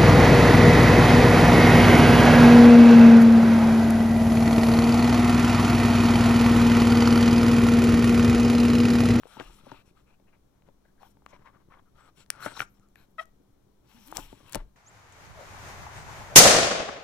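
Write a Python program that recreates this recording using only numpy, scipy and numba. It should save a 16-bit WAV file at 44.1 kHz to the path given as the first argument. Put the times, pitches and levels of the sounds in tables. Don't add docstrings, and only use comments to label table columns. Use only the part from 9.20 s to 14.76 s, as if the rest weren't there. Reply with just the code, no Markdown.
import sys
import numpy as np
from scipy import signal
from scipy.fft import rfft, irfft
from scipy.io import wavfile
from scipy.ndimage import uniform_filter1d
from numba import njit

SR = 44100
rng = np.random.default_rng(int(sys.argv[2]) if len(sys.argv) > 2 else 0)


def volts(x):
    e = np.asarray(x, float) / 20
    return 10 ** e


def unload_wav(signal):
    wavfile.write(
        sys.argv[1],
        SR,
        np.round(np.clip(np.atleast_2d(signal).T, -1, 1) * 32767).astype(np.int16),
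    )


N = 245195
HZ = np.arange(N // 2 + 1) * SR / N
TIME = np.arange(N) / SR
QUIET_TOP_HZ = 15900


def unit(x):
    return x / np.sqrt(np.mean(x ** 2))


def over_hz(table):
    hz, value = np.transpose(table)
    return np.interp(np.log(HZ + 1), np.log(hz + 1), value)


def over_time(table):
    s, *columns = np.transpose(table)
    return [np.interp(TIME, s, column) for column in columns]


@njit
def svf(x, hz, q):
    y, band, low = np.empty(len(x)), 0., 0.
    for i in range(len(x)):
        g = np.tan(np.pi * hz[i] / SR)
        v = (band + g * (x[i] - low)) / (1 + g * (g + 1 / q))
        band, low = 2 * v - band, low + 2 * g * v
        y[i] = v / q
    return y


def resonate(x, modes):
    power = 0
    for hz, width, db in modes:
        detuning = (HZ - hz ** 2 / (HZ + 1)) / width
        power = power + volts(db) ** 2 / (1 + detuning ** 2) ** 2
    return unit(irfft(rfft(x) * np.sqrt(power) * (HZ < QUIET_TOP_HZ), N))


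def walk(rate):
    k = int(SR / rate)
    held = np.repeat(rng.standard_normal(N // k + 1), k)
    return unit(uniform_filter1d(held, k)[:N])


def fibres(rate, scatter_db, flutter_db, smooth):
    size = volts(np.minimum(scatter_db * rng.exponential(1, N), 13))
    clicks = (rng.random(N) < rate / SR) * size * rng.standard_normal(N)
    return (unit(clicks) + smooth * rng.standard_normal(N)) * volts(flutter_db * walk(60))


def ring(t, hz, t60, phase=0):
    return np.sin(2 * np.pi * hz * t + phase) * np.exp(-np.log(1000) * t / max(t60, .001))


def add(track, s, sound):
    i = int(s * SR)
    track[i:i + len(sound)] += sound[:N - i]


def tone(table, db):
    # f/Hz, correlation [0-1]
    likeness = [(25, .97), (60, .9), (130, .55), (290, .2), (640, 0), (1400, .4), (3000, 0)]
    # f/Hz, left minus right level/dB
    balance = [(60, 2.5), (110, -9), (200, -1), (380, 1.5), (700, 5), (1290, 6.5), (2380, 4.5), (4400, 6.5),
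               (8120, 10.5), (15000, 14)]
    alike, lean = over_hz(likeness), over_hz(balance)
    mid, side = rfft(rng.standard_normal((2, N)))
    pair = np.array([np.sqrt(1 + alike) * mid + s * np.sqrt(1 - alike) * side for s in (1, -1)])
    colour = volts(over_hz(table) + np.array([lean, -lean]) / 2)
    noise = irfft(pair * colour * (HZ < QUIET_TOP_HZ), N)
    return noise / np.sqrt(np.mean(noise.mean(axis=0) ** 2)) * volts(db)


def air():
    # f/Hz, density level/dB per Hz
    room_tone = [(12, -0.5), (30, -15.5), (64, -11.5), (90, -20), (120, -18), (200, -19), (350, -19),
                 (600, -25.5), (1000, -29), (1500, -35.5), (2400, -46), (4000, -79)]
    # f/Hz, density level/dB per Hz
    mic_hiss = [(1060, -40), (1800, -7.5), (2410, -1), (2620, -5.5), (3050, -1.5), (4050, -1.5), (5040, -6),
                (5520, -1.5), (7880, -8), (8320, -8.5), (9810, -8), (14300, -9), (15900, -9)]
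    # f/Hz, level/dB
    hums = [(59.5, -72.5), (119, -83.5), (200, -72), (276, -80.5)]
    hum = np.zeros(N)
    for hz, db in hums:
        level = volts(db + 2.5 * walk(7))
        hum += level * np.sin(2 * np.pi * np.cumsum(hz + 1.5 * walk(6)) / SR)
    return tone(room_tone, -64.5) + tone(mic_hiss, -81.5) + hum


def layers(rub_db, dry_db, scratch_db, gloss_db):
    scratch_share = 0.76
    over_rub = np.array([0 * dry_db, scratch_db + scratch_share * dry_db, dry_db, dry_db + gloss_db])
    return volts(rub_db + over_rub) ** 2


def contact():
    # t/s, pressure as rub level/dB, dryness as hiss over rub level/dB
    hand_leaves = [
        (0, -74.5, -3),
        (0.07, -68.5, -5),
        (0.12, -60.5, -8),
        (0.16, -59.5, -10),
        (0.22, -54, -13),
        (0.27, -62, -8.5),
        (0.35, -66.5, -3),
        (0.4, -66.5, -5.5),
        (0.43, -65, -14),
    ]
    hand_returns = [
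        (0.43, -69.5, -9),
        (0.49, -61, -15),
        (0.54, -61, -11),
        (0.6, -63.5, -11),
        (0.625, -70, -15),
    ]
    slab_lifts = [
        (3.112, -61.5, -17),
        (3.19, -58, -15.5),
        (3.222, -54.5, -6.5),
        (3.265, -47.5, -5),
        (3.3, -54, -6),
        (3.35, -59, -4.5),
        (3.395, -50, -2),
        (3.425, -46, -9.5),
        (3.458, -74, -2),
    ]
    box_lowers = [
        (4.63, -83, -14),
        (4.7, -69, -4.5),
        (4.84, -67.5, -1.5),
        (4.9, -62.5, -4),
        (4.945, -60, -7),
        (4.96, -54, 2),
        (5.0, -54.5, -5),
        (5.03, -63, 1),
        (5.08, -66, -1),
    ]
    box_settles = [
        (5.08, -65, -1.5),
        (5.16, -68, -5),
        (5.25, -66, -9.5),
        (5.32, -61.5, -5.5),
        (5.365, -52.5, -16),
        (5.41, -56, -25),
        (5.45, -93, 1),
        (5.5, -82, -10.5),
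    ]
    # t/s, length/s, rub level/dB, dryness level/dB, contact f/Hz
    scuffs = [(0.752, 0.067, -69, -13, 1200), (1.32, 0.094, -78, -32, 1010), (1.46, 0.035, -72, -16, 1010),
              (1.645, 0.051, -73.5, -21, 1650), (1.794, 0.035, -71, -30, 1660), (1.8, 0.082, -66, -10, 796),
              (1.86, 0.064, -76, -4, 1630), (2.082, 0.043, -64, -12.5, 1000),
              (2.109, 0.064, -58, -21, 1010), (2.181, 0.056, -65.5, -26, 1000),
              (2.243, 0.055, -56.5, -27, 1035), (2.294, 0.11, -66.5, -33, 1100),
              (2.4, 0.023, -71, -27, 1100), (2.502, 0.055, -58.5, -28, 1155), (2.557, 0.05, -63, -40, 1100),
              (2.652, 0.037, -80, -40, 1300), (2.745, 0.099, -63.5, -16.5, 1300),
              (2.823, 0.08, -61, -16, 1245), (2.957, 0.086, -71, 1.5, 1500), (3.542, 0.042, -76, -9, 1203),
              (3.616, 0.031, -77, -13, 1200), (3.759, 0.1, -70.5, -9.5, 1510),
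              (3.983, 0.049, -53.5, -10.5, 990), (4.04, 0.064, -83, -6, 1300)]
    # t/s, length/s, rub level/dB, dryness level/dB
    creeps = [
        (0.651, 0.06, -74.5, -5),
        (0.858, 0.094, -70, -15),
        (1.073, 0.025, -75.5, -19),
        (1.124, 0.037, -73, -22),
    ]
    # course, contact f/Hz, scratch level/dB, gloss against paper hiss level/dB
    slides = [
        (hand_leaves, 1250, 0.8, -8),
        (hand_returns, 1300, 2.1, -6),
        (slab_lifts, 1400, -2.5, -14),
        (box_lowers, 890, 0.207, -2.5),
        (box_settles, 1000, 2, -7.5),
    ]
    power, hz = np.zeros((4, N)), np.full(N, 1200.)
    for course, slide_hz, scratch_db, gloss_db in slides:
        moving = (TIME >= course[0][0]) & (TIME < course[-1][0])
        power += moving * layers(*over_time(course), scratch_db, gloss_db)
        hz[moving] = slide_hz
    creep_hz = 2460
    short_slides = [tuple(e) for e in scuffs] + [tuple(e) + (creep_hz,) for e in creeps]
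    for s, length, rub_db, dry_db, scuff_hz in short_slides:
        i, n = int((s - .012) * SR), int((length + 0.028) * SR)
        swell = signal.windows.tukey(n, .75) ** 2
        power[:, i:i + n] += layers(rub_db, dry_db, -0.5, -12)[:, None] * swell
        hz[i:i + n] = scuff_hz
    return np.sqrt(power), uniform_filter1d(hz, size=300)


def rubbing(gain, hz):
    # f/Hz, width/Hz, level/dB
    board_modes = [(570, 190, -5), (870, 400, -3), (1100, 310, -2.5), (1460, 660, -4.5), (2100, 280, -13)]
    scratch_modes = [(2500, 860, -1), (3200, 1000, -0.5), (4080, 1100, -3)]
    paper_modes = [(5650, 820, 3.5), (7540, 920, 0.5), (9650, 1200, -2.5)]
    gloss_modes = [(11770, 1600, 1), (14500, 1600, 0)]
    drag = fibres(1200, 1.4, 2.2, 1.29)
    hz = hz * (1 + .035 * walk(25))
    spot = svf(svf(drag, hz, 4.7), hz, 4.7)
    rub = unit(resonate(drag, board_modes) + volts(-7.0) * unit(spot))
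    scratch = resonate(1.5 * drag + fibres(1200, 2.5, 1.7, 1.0), scratch_modes)
    ridge_hz = np.minimum(2.95 * hz, 4300) * (1 + .05 * walk(14))
    scratch = unit(scratch + 0.35 * svf(scratch, ridge_hz, 5.))
    nap = fibres(2500, 2.2, 2.0, 1.5)
    paper = np.zeros(N)
    for f, width, db in paper_modes:
        patches = volts(db + 2.3 * walk(18))
        paper += patches * resonate(nap, [(f, width, 0)])
    gloss = resonate(nap, gloss_modes)
    return gain[0] * rub + gain[1] * scratch + gain[2] * unit(paper) + gain[3] * gloss


def drumming(rub_gain):
    share, lag_s, rest_db, drum_db = 0.7, 0.17, -71, -64.5
    load = uniform_filter1d((rub_gain / volts(-58.5)) ** share, int(lag_s * SR))
    box_modes = [(120, 112, 9.5), (287, 200, -3.0), (358, 170, 0.0)]
    drum = resonate(fibres(200, 3.5, 2.7, 0.51), box_modes)
    return np.hypot(volts(rest_db), volts(drum_db) * load) * drum


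def seat_jolts():
    # t/s, half length/s, level/dB
    shifts = [
        (0.0, 0.076, -59),
        (0.29, 0.073, -50.5),
        (3.45, 0.14, -67.5),
        (5.05, 0.11, -50.5),
        (5.4, 0.041, -43),
    ]
    jolt = resonate(rng.standard_normal(N), [(26.03, 26, 0)])
    shoves = sum(volts(db) * np.exp(-((TIME - s) / half) ** 2) for s, half, db in shifts)
    return (volts(-74) + shoves) * jolt


def strike(events, body_db, t60):
    # f/Hz, level/dB, t60/s
    body_modes = [(124, -4, 0.056), (286.3, 2, 0.04), (359, -4.5, 0.055), (581, -7.5, 0.054),
                  (861, 1.5, .03)]
    out, t = np.zeros(N), np.arange(4000) / SR
    edge = t[:30]
    crack_ring = np.hanning(len(edge)) * np.sin(2 * np.pi * 2300 * edge)
    for s, db, hz, crack_db in events:
        c = rng.standard_normal(216)
        knock = ring(t, hz, t60)
        knock += .5 * ring(t, hz * (1.33 + 0.16 * c[0]), 0.83 * t60)
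        knock += 0.077 * ring(t, hz * (.7 + 0.036 * c[1]), 1.36 * t60)
        knock *= np.minimum(t * hz / 0.72, 1) ** 2
        body = np.zeros(len(t))
        for k, (f, g, decay) in enumerate(body_modes):
            body += volts(g + 2.2 * c[2 + k]) * ring(t, f * (1 + 0.053 * c[8 + k]), decay)
        body *= 1 - np.exp(-t / 0.0041)
        splits = (0.55 * c[16:] + (t[:200] == 0) * 4) * np.exp(-t[:200] / 0.0009)
        crack = np.convolve(splits, crack_ring)
        add(out, s + 0.000786, volts(db) * (knock / np.abs(knock).max() + volts(body_db + 2.5) * body))
        add(out, s + 0.00121, volts(db + crack_db + 1.0) * crack / np.abs(crack).max())
    return out


def rim_taps():
    # t/s, peak level/dB, ring f/Hz, crack level/dB
    nails = [
        (0.033, -38.5, 1070, -2),
        (0.069, -42.5, 900, -22),
        (0.198, -28, 507, 0.5),
        (1.421, -62.5, 886, 5.5),
        (2.062, -34.5, 1147, -2),
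        (3.102, -22, 1700, -25.5),
        (3.393, -26.5, 1812, -4.5),
        (5.331, -36.5, 1500, -20.5),
        (4.9245, -26, 887, -40.5),
    ]
    return strike(nails, -38.5, 0.0072)


def plucks():
    # t/s, peak level/dB, ring f/Hz, crack level/dB
    flaps = [
        (0.054, -38, 486, -16),
        (1.654, -57.5, 619, -24),
        (1.83, -41, 800, -13),
        (2.131, -42.5, 577, -14.5),
        (2.52, -47, 1270, -17),
    ]
    return strike(flaps, -30, 0.024)


def bursts(events):
    out = np.zeros(N)
    for s, length, db, hz, width in events:
        n = int((length + 0.0071) * SR)
        c = rng.standard_normal((2, n + 400))
        clumps = uniform_filter1d(c[1], size=40)
        catches = c[0] * volts(3.4 * np.abs(c[1]) + 13.0 * clumps)
        centre = np.full(n + 400, 1. * hz)
        sound = unit(svf(svf(catches, centre, hz / width), centre, hz / width)[400:])
        age = np.arange(n) / n
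        add(out, s - .003, volts(db) * sound * np.clip(np.minimum(age / 0.16, (1 - age) / 0.38), 0, 1))
    return out


def brushes():
    # t/s, length/s, level/dB, f/Hz, width/Hz
    passes = [(0.065, 0.09, -70.5, 9500, 3300), (0.34, 0.064, -74, 10000, 4000),
              (0.197, 0.013, -63, 6000, 4100), (0.515, 0.0074, -65.5, 5200, 4000),
              (0.2, 0.016, -47, 1500, 800), (1.07, .04, -79, 1900, 760), (1.13, 0.037, -75.5, 1900, 1000),
              (1.8, 0.032, -78, 4140, 700), (2.655, 0.044, -74.5, 1320, 260),
              (2.755, .15, -68.5, 1380, 280), (2.78, 0.13, -79, 7950, 500),
              (2.965, 0.082, -68.5, 2900, 1700), (2.97, 0.074, -68.5, 7540, 1000),
              (3.2, 0.074, -66.5, 13000, 5000), (3.265, 0.095, -62.5, 8200, 2100),
              (3.392, .03, -56, 12000, 6000), (3.44, 0.067, -76.5, 5970, 2500),
              (3.49, 0.077, -80, 12600, 6800), (3.76, .1, -76.5, 4000, 600), (3.76, .1, -75, 2400, 550),
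              (3.6, 0.078, -73.5, 1320, 200), (5.35, 0.037, -46.5, 120, 68), (4.2, .02, -61, 250, 180),
              (5.44, 0.048, -52.5, 38, 40), (4.95, .02, -52, 780, 700), (3.76, .1, -77.5, 11800, 1800),
              (1.81, 0.12, -78, 13100, 5800), (2.088, .035, -73, 6100, 2800), (4.66, .1, -77.5, 3800, 3700)]
    return bursts(passes)


def chatters():
    # t/s, length/s, level/dB, f/Hz, width/Hz
    catches = [(0.111, .06, -66, 1410, 500), (0.094, 0.076, -70, 3260, 500),
               (0.172, 0.15, -64.5, 2680, 400), (0.503, 0.13, -67.5, 2610, 500),
               (1.653, 0.01, -69, 1640, 250), (1.68, 0.035, -77, 1650, 250), (1.778, 0.032, -73, 1650, 300),
               (1.8, 0.087, -62, 860, 300), (1.845, 0.04, -76, 3200, 500), (3.196, 0.022, -52, 1350, 400),
               (3.22, 0.04, -45.5, 1460, 400), (3.222, 0.037, -53, 4150, 400),
               (3.222, 0.013, -60, 7720, 500), (3.272, 0.013, -41.5, 1400, 702),
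               (3.33, 0.062, -64, 5610, 401), (3.34, 0.01, -57.5, 3950, 500),
               (3.366, 0.013, -47, 1154, 600), (3.367, 0.0097, -50, 3900, 700),
               (3.392, .028, -53, 5800, 500), (3.42, .012, -45, 1410, 796), (4.023, 0.017, -61, 1335, 199),
               (4.721, .03, -74, 1310, 400), (4.974, 0.029, -55.5, 290, 150), (4.979, 0.02, -46, 950, 400),
               (5.002, 0.051, -63, 3150, 600), (5.27, 0.039, -67, 2740, 400),
               (3.257, 0.0241, -48.5, 330, 200), (5.348, 0.02, -41, 269, 150),
               (2.126, 0.038, -63.5, 2150, 400), (2.268, .015, -63, 2030, 500),
               (2.526, 0.018, -66, 2100, 600), (2.585, .015, -77, 3200, 600)]
    return bursts(catches)


def thumps():
    # t/s, peak level/dB, ring f/Hz, crack level/dB
    blows = [(0.168, -36.5, 865, -39), (0.205, -30, 796, -48), (0.296, -47.5, 900, -35),
             (0.467, -38, 580, -40), (0.516, -32, 977, -14), (0.542, -45, 935, -40),
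             (0.998, -55.5, 603, -10), (1.486, -47.5, 545, -11), (1.969, -57.5, 890, -7),
             (2.02, -54.5, 940, -29), (3.26, -24.5, 577, -15.5), (3.317, -40, 1460, -39.5),
             (4.961, -40.5, 840, -18.5), (4.982, -30, 748, -18), (4.993, -36, 974, -26.5),
             (5.127, -37, 380, -11), (5.204, -49.5, 552, -21), (5.347, -25, 485, -2),
             (5.355, -21, 640, -16.5), (5.361, -29.5, 485, -33)]
    return strike(blows, -6.5, 0.01)


def small_knocks():
    # t/s, peak level/dB, ring f/Hz, crack level/dB
    knocks = [(3.204, -38.5, 1420, -8), (3.261, -22, 1340, -19), (3.266, -29.5, 1510, -19),
              (3.278, -34.5, 833, -22.5), (3.281, -32, 1550, -35), (3.368, -37.5, 1163, -17.5),
              (3.403, -15.5, 1431, -9.5), (3.417, -24, 1430, -7.5), (3.422, -31, 1380, -15.5),
              (3.7565, -44.5, 1700, -9), (4.967, -32, 822, -9.5), (3.226, -39, 1340, -25),
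              (3.231, -37, 1530, -25), (3.244, -38.5, 1450, -24.5), (3.249, -38, 1410, -25.5),
              (3.374, -38, 900, -12), (1.82, -46.5, 700, -25), (2.149, -52, 1000, -13),
              (2.261, -48, 1000, -25), (2.272, -49, 1040, -15), (2.507, -54, 1120, -25),
              (2.541, -51, 1040, -20), (2.571, -50, 1030, -25), (2.593, -50.5, 1070, -25)]
    return strike(knocks, -24, .013)


def ticks():
    # t/s, peak level/dB, brightest f/Hz, edge fullness level/dB
    releases = [(1.83, -58, 9000, -20), (2.0611, -46.5, 7200, -6), (3.907, -62, 13000, -25),
                (3.915, -62, 12500, -25), (4.862, -51.5, 12000, -25), (4.873, -45.5, 12000, -25.5),
                (4.881, -45.5, 13000, -25.5), (3.0612, -53, 5800, -5.5), (3.1023, -11.5, 9400, -10.5),
                (3.1137, -46.5, 9500, -9), (3.124, -53, 9650, 0), (3.5963, -56.5, 7540, -7.5),
                (3.686, -57.5, 7330, -16), (3.756, -52, 11800, 9), (4.055, -49, 11500, -8.5),
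                (4.866, -47.5, 11700, -25), (4.8686, -44.5, 11700, -25), (4.8751, -40, 13000, -25.5),
                (4.8825, -42.5, 5230, -13), (4.915, -35.5, 11500, -25), (4.954, -38, 11800, -8),
                (4.9691, -15.5, 8060, -28.5), (5.2814, -51, 12500, -7), (5.295, -38, 12400, -9),
                (5.3233, -26, 13900, -21.5), (5.3312, -25, 7170, -15.5), (5.346, -17, 7630, -9),
                (5.354, -22.5, 8740, -13), (5.3585, -34.5, 7510, -11.5)]
    t60, q, echo_s, echo_db = 0.0044, 1.1, .0017, -12.5
    out, t = np.zeros(N), np.arange(300) / SR
    edge = ring(t, 1800, 0.002, 2.19) + 0.7 * ring(t, 1900, 0.0064)
    for s, db, hz, edge_db in releases:
        decaying = rng.standard_normal(300) * np.exp(-np.log(1000) * t / t60)
        bright = 1.1 * svf(decaying, np.full(len(t), 1. * hz), q)
        bright += 0.91 * ring(t, hz, 0.5 * t60)
        bright += 0.61 * ring(t, 0.857 * hz, 0.33 * t60)
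        bright += 0.64 * ring(t, 0.67 * hz, 0.00074)
        tick = volts(db) * (bright / np.abs(bright).max() + volts(edge_db) * edge)
        add(out, s + 0.00101, tick)
        add(out, s + 0.00101 + echo_s, volts(echo_db) * uniform_filter1d(tick, size=2))
    return out


def squeak():
    # t/s, slip rate f/Hz, level/dB
    slips = [
        (3.975, 644, -96.5),
        (3.983, 639.4, -34),
        (3.998, 644, -30),
        (4.006, 639, -33.5),
        (4.013, 672, -30),
        (4.024, 660, -51.5),
        (4.05, 656, -77.5),
    ]
    orders = [(1, -11), (2, -1), (3, -1), (4, -15), (5, -15.5), (6, -24), (7, -41), (8, -32)]
    grabs_s, double_slip_db_per_s = 3.995, 601
    lets_go_s, slack_db_per_s = 4.004, 2401
    dulling = 3
    hz, db = over_time(slips)
    phase = 2 * np.pi * np.cumsum(hz * (1 + 0.022 * walk(900))) / SR
    weak = db - db.max() - np.clip(slack_db_per_s * (TIME - lets_go_s), 0, 22)
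    split_db = np.clip(double_slip_db_per_s * (grabs_s - TIME), 0, 8)
    voice = np.zeros(N)
    for k, g in orders:
        order_db = g + dulling * weak * np.log(k) / 2 - k % 2 * split_db
        voice += volts(order_db) * np.sin(k * phase)
    return volts(db + 0.84 * walk(500)) * voice * (db > -74)


def creak():
    # t/s, f/Hz, level/dB
    bends = [
        (4.73, 200, -80),
        (4.75, 232.7, -58),
        (4.79, 242, -59),
        (4.82, 197.7, -61),
        (4.85, 199, -76),
        (4.87, 237.8, -56),
        (4.91, 336.8, -56.5),
        (4.99, 298, -52),
        (5.02, 259.5, -76.5),
    ]
    hz, db = over_time(bends)
    phase = 2 * np.pi * np.cumsum(hz * (1 + 0.018 * walk(80))) / SR
    return volts(db + 2.0 * walk(50)) * (np.sin(phase) + 0.15 * np.sin(2 * phase)) * (db > -74)


def room(x, t60=0.22, wet_db=-23):
    t = np.arange(int(.3 * SR)) / SR
    tail = rng.standard_normal((2, len(t))) * np.exp(-np.log(1000) * t / t60) * (t > .004)
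    tail = signal.lfilter([1], [1, -.75], tail)
    tail = tail / np.sqrt((tail ** 2).sum() / 2)
    return volts(wet_db) * signal.fftconvolve(x[None], tail, axes=1)[:, :N]


def ports(hits, rub, far_rub):
    # f/Hz, left minus right level/dB
    shading = [(60, 3), (250, 3), (600, 12.5), (1300, 8), (2400, 10), (4400, 9), (8000, 14.5),
               (15000, 10.5)]
    # f/Hz, phase lead of the far port [rad]
    lead = [(30, 0.8), (70, 0.57), (300, 1.2), (750, 1.27), (1400, -0.5), (3000, -1.75), (8000, -1.3),
            (16000, -4.5)]
    # f/Hz, share reaching the far port by detours [0-1]
    scatter = [(100, .1), (700, .05), (1500, .15), (2200, .55), (9000, .55)]
    shade, share = volts(-over_hz(shading)), over_hz(scatter)
    direct = shade * np.sqrt(1 - share) * np.exp(1j * over_hz(lead))
    detour = rfft(rng.standard_normal(200) * np.exp(-np.arange(200) / 50), N) / 5
    near = rfft(hits + rub)
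    far = direct * near + shade * np.sqrt(share) * (detour * rfft(hits) + rfft(far_rub))
    return irfft(np.array([near, far]) * 2 / np.sqrt(1 + shade ** 2 + 2 * direct.real), N)


def scene():
    gain, hz = contact()
    taps = rim_taps() + plucks() + thumps() + small_knocks()
    hits = drumming(gain[0]) + taps + ticks() + squeak() + creak()
    rub, far_rub = rubbing(gain, hz), rubbing(gain, hz)
    tail = room(hits + rub) * volts(np.array([[3.5], [-3.5]]))
    jolt = seat_jolts() * volts(np.array([[1.2], [-1.2]]))
    return ports(hits + brushes() + chatters(), rub, far_rub) + tail + jolt + air()


def low_pass(x):
    return signal.sosfilt(signal.butter(12, 17150, fs=SR, output="sos"), x)


def record(dry):
    roll = 1 / (1 + (HZ / 16100) ** 40) * (HZ < 17150)
    mix = irfft(rfft(dry) * roll, N)
    return low_pass(mix)


dry = scene()
out = record(dry)
unload_wav(out)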